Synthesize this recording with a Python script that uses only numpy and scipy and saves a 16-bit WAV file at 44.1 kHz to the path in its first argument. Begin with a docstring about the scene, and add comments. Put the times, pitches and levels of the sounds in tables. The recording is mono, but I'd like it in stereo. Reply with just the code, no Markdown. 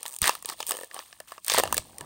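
"""Two hands peel open a foil card pack close to a two-port microphone, in a small quiet room.
First come faint creases and a run of tiny ticks as the glued seam lets go, then a big rip with sharp snaps.
More seam ticks follow while the loosened flap crumples; after a sparse stretch comes the second big rip,
then a few last creases. Creases are short noise bursts with ringing pops, crinkling is many tiny rings and
grains of noise; under them lie handling rumble, puffs of air from the jerking hands and a faint hush."""
import sys
import numpy as np
from scipy import signal
from scipy.fft import rfft, irfft, next_fast_len
from scipy.io import wavfile
from scipy.ndimage import uniform_filter1d

SR = 44100
rng = np.random.default_rng(int(sys.argv[2]) if len(sys.argv) > 2 else 0)


def log_audio(samples):
    """Write samples as a 16-bit WAV file to the path given in sys.argv[1]."""
    # one column per channel
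    frames = np.atleast_2d(samples).T
    # limit to full scale, then quantise
    limited = np.clip(frames, -1, 1)
    pcm = np.round(limited * 32767).astype(np.int16)
    wavfile.write(sys.argv[1], SR, pcm)


N = 90404  # length in samples

# Part of the noise, pop or ring that the two microphone ports do not share.
APART_LOW, APART_CRACK, APART_FIZZ = 0.14, 0.6, 0.15


def amp(db):
    """Decibels to gain."""
    return 10 ** (np.asarray(db) / 20)


def unit(x):
    """Scale to rms 1."""
    return x / np.sqrt(np.mean(x ** 2) + 1e-20)


def along(points, hz):
    """Read a curve of (Hz, value) points on a log frequency axis."""
    point_hz, value = np.transpose(points)
    return np.interp(np.log(hz + 1), np.log(point_hz + 1), value)


def colour(x, points, size=1024):
    """Filter with the given (Hz, dB) spectrum; the folded cepstrum makes it causal, so attacks stay sharp."""
    hz = np.fft.rfftfreq(size, 1 / SR)
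    cepstrum = irfft(np.log(amp(along(points, hz))))
    cepstrum[1:size // 2] *= 2
    cepstrum[size // 2 + 1:] = 0
    impulse = irfft(np.exp(rfft(cepstrum)))
    return signal.fftconvolve(x, impulse[None], axes=1)[:, :x.shape[1]]


def ports(n, apart):
    """Noise that the two microphone ports partly share."""
    shared, unshared = rng.standard_normal((2, n))
    return np.array([shared + apart * unshared, shared - apart * unshared])


def add(out, start_s, x):
    """Mix x into out from this time on."""
    i = max(0, round(start_s * SR))
    out[:, i:i + x.shape[-1]] += x[..., :max(0, N - i)]


def packed(x, db):
    """Give x the energy of one millisecond at this rms level."""
    return amp(db) * unit(x) * np.sqrt(SR / 1000 / x.shape[-1])


def steady(x, size=900):
    """Even out the slow level of a grain stream, keeping its spikes."""
    power = np.mean(x ** 2, axis=0)
    smooth = uniform_filter1d(uniform_filter1d(power, size), size)
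    return x / np.sqrt(np.abs(smooth) + 1e-12)


CREASE_SPREAD_DB = 2.5


def ragged(points, size=14):
    """Every crease has its own resonances: random peaks and valleys on a colour."""
    hz = np.geomspace(1000, 16500, size)
    db = along(points, hz) + CREASE_SPREAD_DB * rng.standard_normal(size)
    return [points[0], *zip(hz, db)]


# Resonances of the pouch, rung by every snap. Each row: pitch in Hz, level in dB, both before scatter
# and the level before POUCH_DB.
POUCH_MODES = [(510, -13), (660, -3.5), (930, -2), (1200, -1), (1750, 0.5), (2900, -4)]
# Colour of the crack, also used for wrinkles. Each row: frequency in Hz, level in dB.
CRACK_COLOUR = [(1400, -24.5), (2200, -2), (3200, 3.5), (4500, 4), (6500, 0.5), (12000, -15)]
# Colour of the fizz on top. Each row: frequency in Hz, level in dB.
FIZZ_COLOUR = [(4000, -30), (6500, -2.5), (7700, -2.5), (8600, 2.5), (9700, 2), (12400, -5.5), (14200, -6),
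               (15700, -5), (16600, -30)]
CRACK_RISE_S, CRACK_FALL_S = 0.00045, 0.0007
RATTLE_DB, RATTLE_FALL_S = -10, 0.0025
POP_RISE_S, POP_LOW_HZ, CREASE_T60_S = 0.0002, 385, 0.018
POUCH_DB, POUCH_T60_S, POP_SCATTER_DB, MODE_DETUNE = -9, 0.023, 4, 0.049


def snap(hz, pop_db, crack_db, fizz_db, lead_s):
    """A crease flips: a sharp crack, a short rattle, and a pop at its own pitch that also rings the pouch."""
    t = np.arange(SR // 25) / SR - lead_s  # the crack swells up just before time 0
    after = np.maximum(t, 0)
    onset = np.exp(np.minimum(t, 0) / CRACK_RISE_S)
    rattle = amp(RATTLE_DB) * np.exp(-after / RATTLE_FALL_S)
    burst = onset * (np.exp(-after / CRACK_FALL_S) + rattle)

    ring = np.sin(2 * np.pi * hz * after) * amp(-60 * after / CREASE_T60_S)
    body = np.zeros(len(t))
    for mode_hz, db in POUCH_MODES:
        level = amp(db + POP_SCATTER_DB * rng.normal())
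        detuned_hz = mode_hz * (1 + MODE_DETUNE * rng.normal())
        body += level * np.sin(2 * np.pi * detuned_hz * after)
    lean = 1 + APART_LOW * rng.normal() * np.array([[2], [-2]])  # the body leans to one port
    body = body * amp(POUCH_DB - 60 * after / POUCH_T60_S) * lean
    highpass = signal.butter(2, POP_LOW_HZ, "high", fs=SR, output="sos")
    pop = signal.sosfilt(highpass, (ring + body) * (1 - np.exp(-after / POP_RISE_S)))

    crack = colour(burst * ports(len(t), APART_CRACK), ragged(CRACK_COLOUR))
    fizz = colour(burst * ports(len(t), APART_FIZZ), FIZZ_COLOUR)
    return packed(pop, pop_db) + packed(crack, crack_db) + packed(fizz, fizz_db)


LEAD_S = 0.002  # each snap is laid in this much early, to leave room for its rise

# Buckling creases, levels as if packed into one millisecond. Each row: time in seconds, crease pitch in Hz,
# pop level in dB, crack level in dB, fizz level in dB.
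SNAPS = [(0.0308, 1230, -42, -31.5, -24), (0.0551, 940, -29.5, -34, -33), (0.0626, 1850, -32.5, -26, -27),
         (0.0804, 930, -44.5, -35.5, -24.5), (0.1642, 850, -46.5, -38, -23.5), (0.1877, 846, -54, -37, -27),
         (0.218, 1210, -31.5, -22, -11), (0.2293, 1640, -26.5, -18, -24), (0.2413, 1810, -18.5, -17, -18),
         (0.2571, 1640, -26, -37, -16), (0.273, 1160, -22, -20, -16), (0.2782, 1770, -18, -11.5, -11),
         (0.294, 980, -9.5, -15.5, -15.5), (0.3524, 1220, -29, -27.5, -27),
         (0.4255, 1090, -39.5, -41, -28.5), (0.448, 466, -34.5, -32, -68), (0.458, 1160, -38, -27, -20.5),
         (0.49, 970, -30, -23, -25), (0.4989, 1200, -29, -27, -23), (0.6037, 880, -24, -25.5, -25.5),
         (0.606, 5120, -28, -26.5, -39), (0.6284, 3000, -28, -24.5, -36), (0.6932, 1660, -35.5, -51, -17),
         (0.7092, 1125, -21.5, -21.5, -13.5), (0.7192, 1730, -28, -20.5, -20),
         (0.7694, 1100, -35.5, -34.5, -25.5), (0.9126, 1860, -34.5, -40.5, -55),
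         (0.9444, 1130, -36.5, -35, -27), (0.9647, 780, -29, -45, -50), (0.9915, 1120, -30.5, -26.5, -54),
         (1.128, 1670, -39.5, -36, -61), (1.2024, 1670, -36.5, -37.5, -31.5), (1.204, 627, -33, -43.5, -45),
         (1.3204, 1100, -28, -35, -34), (1.3803, 1150, -33, -42.5, -60), (1.447, 1504, -55, -31.5, -24.5),
         (1.4651, 1820, -62, -42, -24), (1.482, 1700, -26.5, -18.5, -15), (1.4992, 3470, -19, -8.5, -28),
         (1.5192, 530, -22.5, -14, -25), (1.538, 1810, -21.5, -16, -15), (1.5458, 953, -13.5, -31, -17.5),
         (1.569, 1770, -22.5, -34, -46), (1.5787, 680, -13, -17.5, -23), (1.5838, 1170, -17.5, -11, -10),
         (1.586, 513, -12, -18, -37), (1.593, 1670, -24, -20, -15), (1.5988, 556, -11.5, -18, -16.5),
         (1.636, 796, -13, -23.5, -16.5), (1.6547, 630, -23.5, -30.5, -51), (1.676, 1180, -28, -27.5, -41),
         (1.7266, 1020, -14, -21, -14), (1.7443, 1700, -23.5, -31, -16), (1.7687, 460, -27, -22, -17),
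         (1.7794, 2270, -22.5, -17, -13.5), (1.781, 630, -25, -22, -22.5), (1.984, 1940, -44.5, -34, -28),
         (2.0098, 383, -30, -34.5, -27.5)]


def single_snaps(out):
    """Creases buckle one by one, each with its own pitch and levels."""
    for start_s, *tone in SNAPS:
        add(out, start_s - LEAD_S, snap(*tone, LEAD_S))


# The loosened flap. Each row: time in seconds, pop level in dB as if packed into one millisecond.
CRUMPLES = [(0.741, -29.5), (0.751, -29), (0.788, -30), (0.812, -30), (0.834, -29.5)]
CRUMPLE_HZ, CRUMPLE_CRACK_DB = 520, -51  # the fizz has the crack's level


def flap_crumples(out):
    """The loosened flap crumples softly: low pops with hardly any crack."""
    for start_s, pop_db in CRUMPLES:
        add(out, start_s - LEAD_S, snap(CRUMPLE_HZ, pop_db, CRUMPLE_CRACK_DB, CRUMPLE_CRACK_DB, LEAD_S))


# Runs of the peeling seam. Each row: start in seconds, end in seconds, ticks per second at the start,
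# ticks per second at the end.
PEELS = [(.0685, .106, 160, 163), (.11, .159, 146, 106), (.667, .7, 155, 240), (.731, .85, 108, 84)]
# Ticks of each of these runs. Each row: crease pitch in Hz before scatter, then the levels in dB
# of pop and crack, before scatter and as if packed into one millisecond.
PEEL_TONES = [(1180, -48, -44), (1030, -48, -43), (1100, -50, -34.5), (520, -46, -43)]
PEEL_JITTER = 0.06  # spread of the tick spacing, as a fraction of it
TICK_FIZZ_DB, TICK_SCATTER_DB = 10, 1.5  # fizz above crack, spread from tick to tick


def seam_ticks(out):
    """The glue sticks and slips, letting the seam go in runs of nearly even ticks."""
    for (start, end, first, last), (hz, pop_db, crack_db) in zip(PEELS, PEEL_TONES):
        s = start
        while s < end:
            scatter_db = TICK_SCATTER_DB * rng.normal()
            levels = np.array([pop_db, crack_db, crack_db + TICK_FIZZ_DB]) + scatter_db
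            add(out, s - LEAD_S, snap(hz * rng.uniform(0.89, 1.04), *levels, LEAD_S))
            jitter = 1 + PEEL_JITTER * np.clip(rng.normal(), -2, 2)
            s += jitter / np.interp(s, [start, end], [first, last])


GRAINS_PER_S, GRAIN_SPREAD_DB = 900, 4
RUB_DB = -5.5  # rub of film on film, added to the grains or rings


def crackle(points, apart, size=14):
    """Countless tiny cracks of uneven size over the rub of film on film."""
    struck = rng.random(N) < GRAINS_PER_S / SR
    hits = struck * amp(GRAIN_SPREAD_DB * np.minimum(rng.exponential(size=N), 4))
    grains = unit(uniform_filter1d(hits, size) * ports(N, apart))
    return steady(colour(grains + amp(RUB_DB) * ports(N, apart), points))


FLEX_OCTAVES, FLEX_CYCLES = 0.65, 13  # spread of facet pitch, cycles in which a ring falls 60 dB


def flexing(pitch, per_s, points, apart, count=5000):
    """Small facets of the sheet pop over, each with its own short ring, over the rub of the film."""
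    u, z = rng.random((count, 2)), rng.standard_normal((count, 3))
    t = np.arange(SR // 70) / SR
    centre_hz = np.interp(u[:, :1] * N / SR, *np.transpose(pitch))
    hz = centre_hz * 2 ** (FLEX_OCTAVES * np.clip(z[:, :1], -2, 2))
    sounding = u[:, 1:] < per_s * N / SR / count  # keep only enough facets for the rate
    rings = np.sin(2 * np.pi * hz * t) * amp(-60 * hz * t / FLEX_CYCLES) * np.sqrt(hz) * sounding
    at = ((u[:, :1] * N).astype(int) + np.arange(len(t))).ravel()
    pair = []
    for side in (1, -1):
        strength = z[:, 1:2] + side * apart * z[:, 2:]
        pair.append(np.bincount(at, (rings * strength).ravel(), N)[:N])
    return steady(colour(unit(np.array(pair)) + amp(RUB_DB) * ports(N, apart), points))


# Fine crinkling under the pull. Each row: time in seconds, level of the flexing sheet in dB,
# level of the crackle in dB, both before the trims below.
CRINKLE = [(0.05, -53, -52), (0.16, -66, -72), (0.205, -77, -62.5), (0.227, -30.5, -27),
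           (0.272, -21.5, -26.5), (0.311, -38, -36), (0.39, -57.5, -55), (0.441, -79, -64),
           (0.486, -41, -40), (0.533, -39, -41.5), (0.554, -64.5, -60.5), (0.611, -48, -40.5),
           (0.655, -58, -53.5), (0.721, -33.5, -38.5), (0.758, -56.5, -51), (0.84, -56, -50),
           (0.891, -65, -63.5), (0.953, -43.5, -47.5), (1.003, -42.5, -47.5), (1.04, -59, -54),
           (1.267, -66, -67.5), (1.282, -52.5, -49.5), (1.387, -56, -60.5), (1.409, -94, -69.5),
           (1.475, -45, -41), (1.503, -34, -28), (1.55, -31, -24.5), (1.597, -25, -27.5),
           (1.617, -45.5, -39.5), (1.66, -38, -44.5), (1.705, -43.5, -50), (1.783, -48, -38.5),
           (1.83, -55.5, -56), (1.973, -53, -59.5), (2.012, -46, -59)]
# Facets ring higher while the film is taut. Each row: time in seconds, middle pitch in Hz.
FACET_PITCH = [(0.18, 950), (0.25, 1700), (0.33, 954), (0.78, 590), (1.0, 1050), (1.55, 1690), (1.6, 870),
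               (1.9, 636)]
# Colour of the flexing sheet. Each row: frequency in Hz, level in dB.
SHEET_COLOUR = [(130, -14), (300, -4), (520, -1.5), (750, 0.5), (1150, 6), (1430, -3), (1780, 6.5),
                (2300, -1), (3500, -8.5)]
FLEX_PER_S, WRINKLES_PER_S, WRINKLE_HZ = 600, 1900, 4100
SHEET_DB, CRACKLE_DB, SIZZLE_DB = -3.5, -2, -1  # trims of facets, wrinkles and fizz
DULLING, EVEN_DB = 0.25, -45  # a harder pull adds less fizz than crackle: dB lost per dB above this level


def crinkle():
    """The film flexes, crackles and fizzes as it is pulled."""
    s, *levels = np.transpose(CRINKLE)
    sheet_db, crack_db = [np.interp(np.arange(N) / SR, s, db) for db in levels]
    fizz_db = crack_db - DULLING * (crack_db - EVEN_DB)
    facets = flexing(FACET_PITCH, FLEX_PER_S, SHEET_COLOUR, APART_LOW)
    wrinkles = flexing([(0, WRINKLE_HZ)], WRINKLES_PER_S, CRACK_COLOUR, APART_CRACK)
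    fizz = crackle(FIZZ_COLOUR, APART_FIZZ)
    film = amp(sheet_db + SHEET_DB) * facets + amp(crack_db + CRACKLE_DB) * wrinkles
    return film + amp(fizz_db + SIZZLE_DB) * fizz


# Low rumble of the handled pack. Each row: time in seconds, level in dB.
HANDLING = [(.2, -74), (.222, -38), (.27, -66), (.68, -69), (.9, -78), (1.2, -71), (1.45, -75), (1.56, -47),
            (1.76, -46), (1.85, -58.5), (1.99, -61), (2.02, -51.5)]
# Colour of that rumble. Each row: frequency in Hz, level in dB.
RUMBLE_COLOUR = [(25, -13.5), (70, 3.5), (330, -3.5), (700, -34)]


def handling():
    """The pack rumbles softly in the hands: low noise following a slow level curve."""
    level_db = np.interp(np.arange(N) / SR, *np.transpose(HANDLING))
    return amp(level_db) * steady(colour(ports(N, APART_LOW), RUMBLE_COLOUR))


# Jerks of the hands. Each row: start in seconds, peak level of the swell in dB, pitch in Hz.
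JERKS = [(0.223, -27.5, 76), (1.794, -36, 79), (2.012, -43.5, 133)]
JERK_RISE_S, JERK_T60_S = 0.0009, 0.048


def air_puffs():
    """Each jerk of the hands pushes a puff of air: a low sine that swells fast and dies away."""
    out = np.zeros((2, N))
    s = np.arange(N) / SR
    swell = (1 - np.exp(-s / JERK_RISE_S)) * amp(-60 * s / JERK_T60_S)
    for start_s, db, hz in JERKS:
        add(out, start_s, amp(db) * swell / swell.max() * np.sin(2 * np.pi * hz * s))
    return out


# Decay of the small room. Each row: frequency in Hz, time to fall 60 dB in seconds.
ROOM_DECAY = [(8000, 0.26), (15000, 0.063)]
ROOM_DB, WALLS_DB = -21, -26  # tail, early echoes together


def room(x, count=8):
    """Weak early echoes from the table and boxes, over a short tail whose treble dies sooner."""
    hz, t, z = signal.stft(rng.standard_normal((2, SR // 3)), SR, nperseg=256)
    fading = z * amp(-60 * t / along(ROOM_DECAY, hz)[:, None])
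    tail = signal.istft(fading, SR, nperseg=256)[1]
    echo = amp(ROOM_DB) * tail / np.linalg.norm(tail[0])
    for side in echo:
        delays = (rng.uniform(0.0015, 0.012, count) * SR).astype(int)
        side[delays] += amp(WALLS_DB) * rng.choice([-1, 1], count) / np.sqrt(count)
    return signal.fftconvolve(x, echo, axes=1)[:, :N]


# Colour of the faint background. Each row: frequency in Hz, level in dB.
HUSH_COLOUR = [(25, 4), (70, -7), (600, -33), (2000, -19.5), (16000, -32)]
HUSH_DB = -85.5


def hush():
    """A faint steady hush: coloured noise that the two ports partly share."""
    return amp(HUSH_DB) * unit(colour(ports(N, APART_CRACK), HUSH_COLOUR))


def scene():
    """The pack close by and its echo in the room, with rumble, puffs and hush added without echo."""
    pack = np.zeros((2, N))
    single_snaps(pack)
    flap_crumples(pack)
    seam_ticks(pack)
    pack += crinkle()
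    return pack + room(pack) + handling() + air_puffs() + hush()


def filtered(x, response):
    """Multiply the spectrum of x by a complex response of frequency."""
    m = next_fast_len(N + SR // 4)
    return irfft(rfft(x, m) * response(np.fft.rfftfreq(m, 1 / SR)), m)[..., :N]


# Phase between the microphone ports. Each row: frequency in Hz, lead of the left port in radians.
PORT_LEAD = [(100, 0), (500, 0.15), (2000, 0.49), (3000, 0.98), (7200, 2.08), (8700, 0), (11200, -4),
             (16000, -6.5)]
# Level between the ports. Each row: frequency in Hz, left minus right in dB.
PORT_BALANCE = [(60, -.5), (300, -3), (1400, -3.2), (2500, -.8), (5000, .2), (7400, 3), (8800, 0)]
NOTCH_HZ, NOTCH_WIDTH_HZ, NOTCH_DB = 11300, 650, -14
TOP_HZ = 16500


def record(dry):
    """Two ports differ in phase and level and share a treble notch; nothing passes above the band limit."""
    side = np.array([[0.5], [-0.5]])  # each port takes half the difference

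    def response(hz):
        """Complex gain of the two ports."""
        notch_db = NOTCH_DB * np.exp(-((hz - NOTCH_HZ) / NOTCH_WIDTH_HZ) ** 2)
        phase = np.exp(1j * side * along(PORT_LEAD, hz))
        return phase * amp(side * along(PORT_BALANCE, hz) + notch_db) * (hz < TOP_HZ)

    return filtered(dry, response)


dry = scene()
out = record(dry)
log_audio(out)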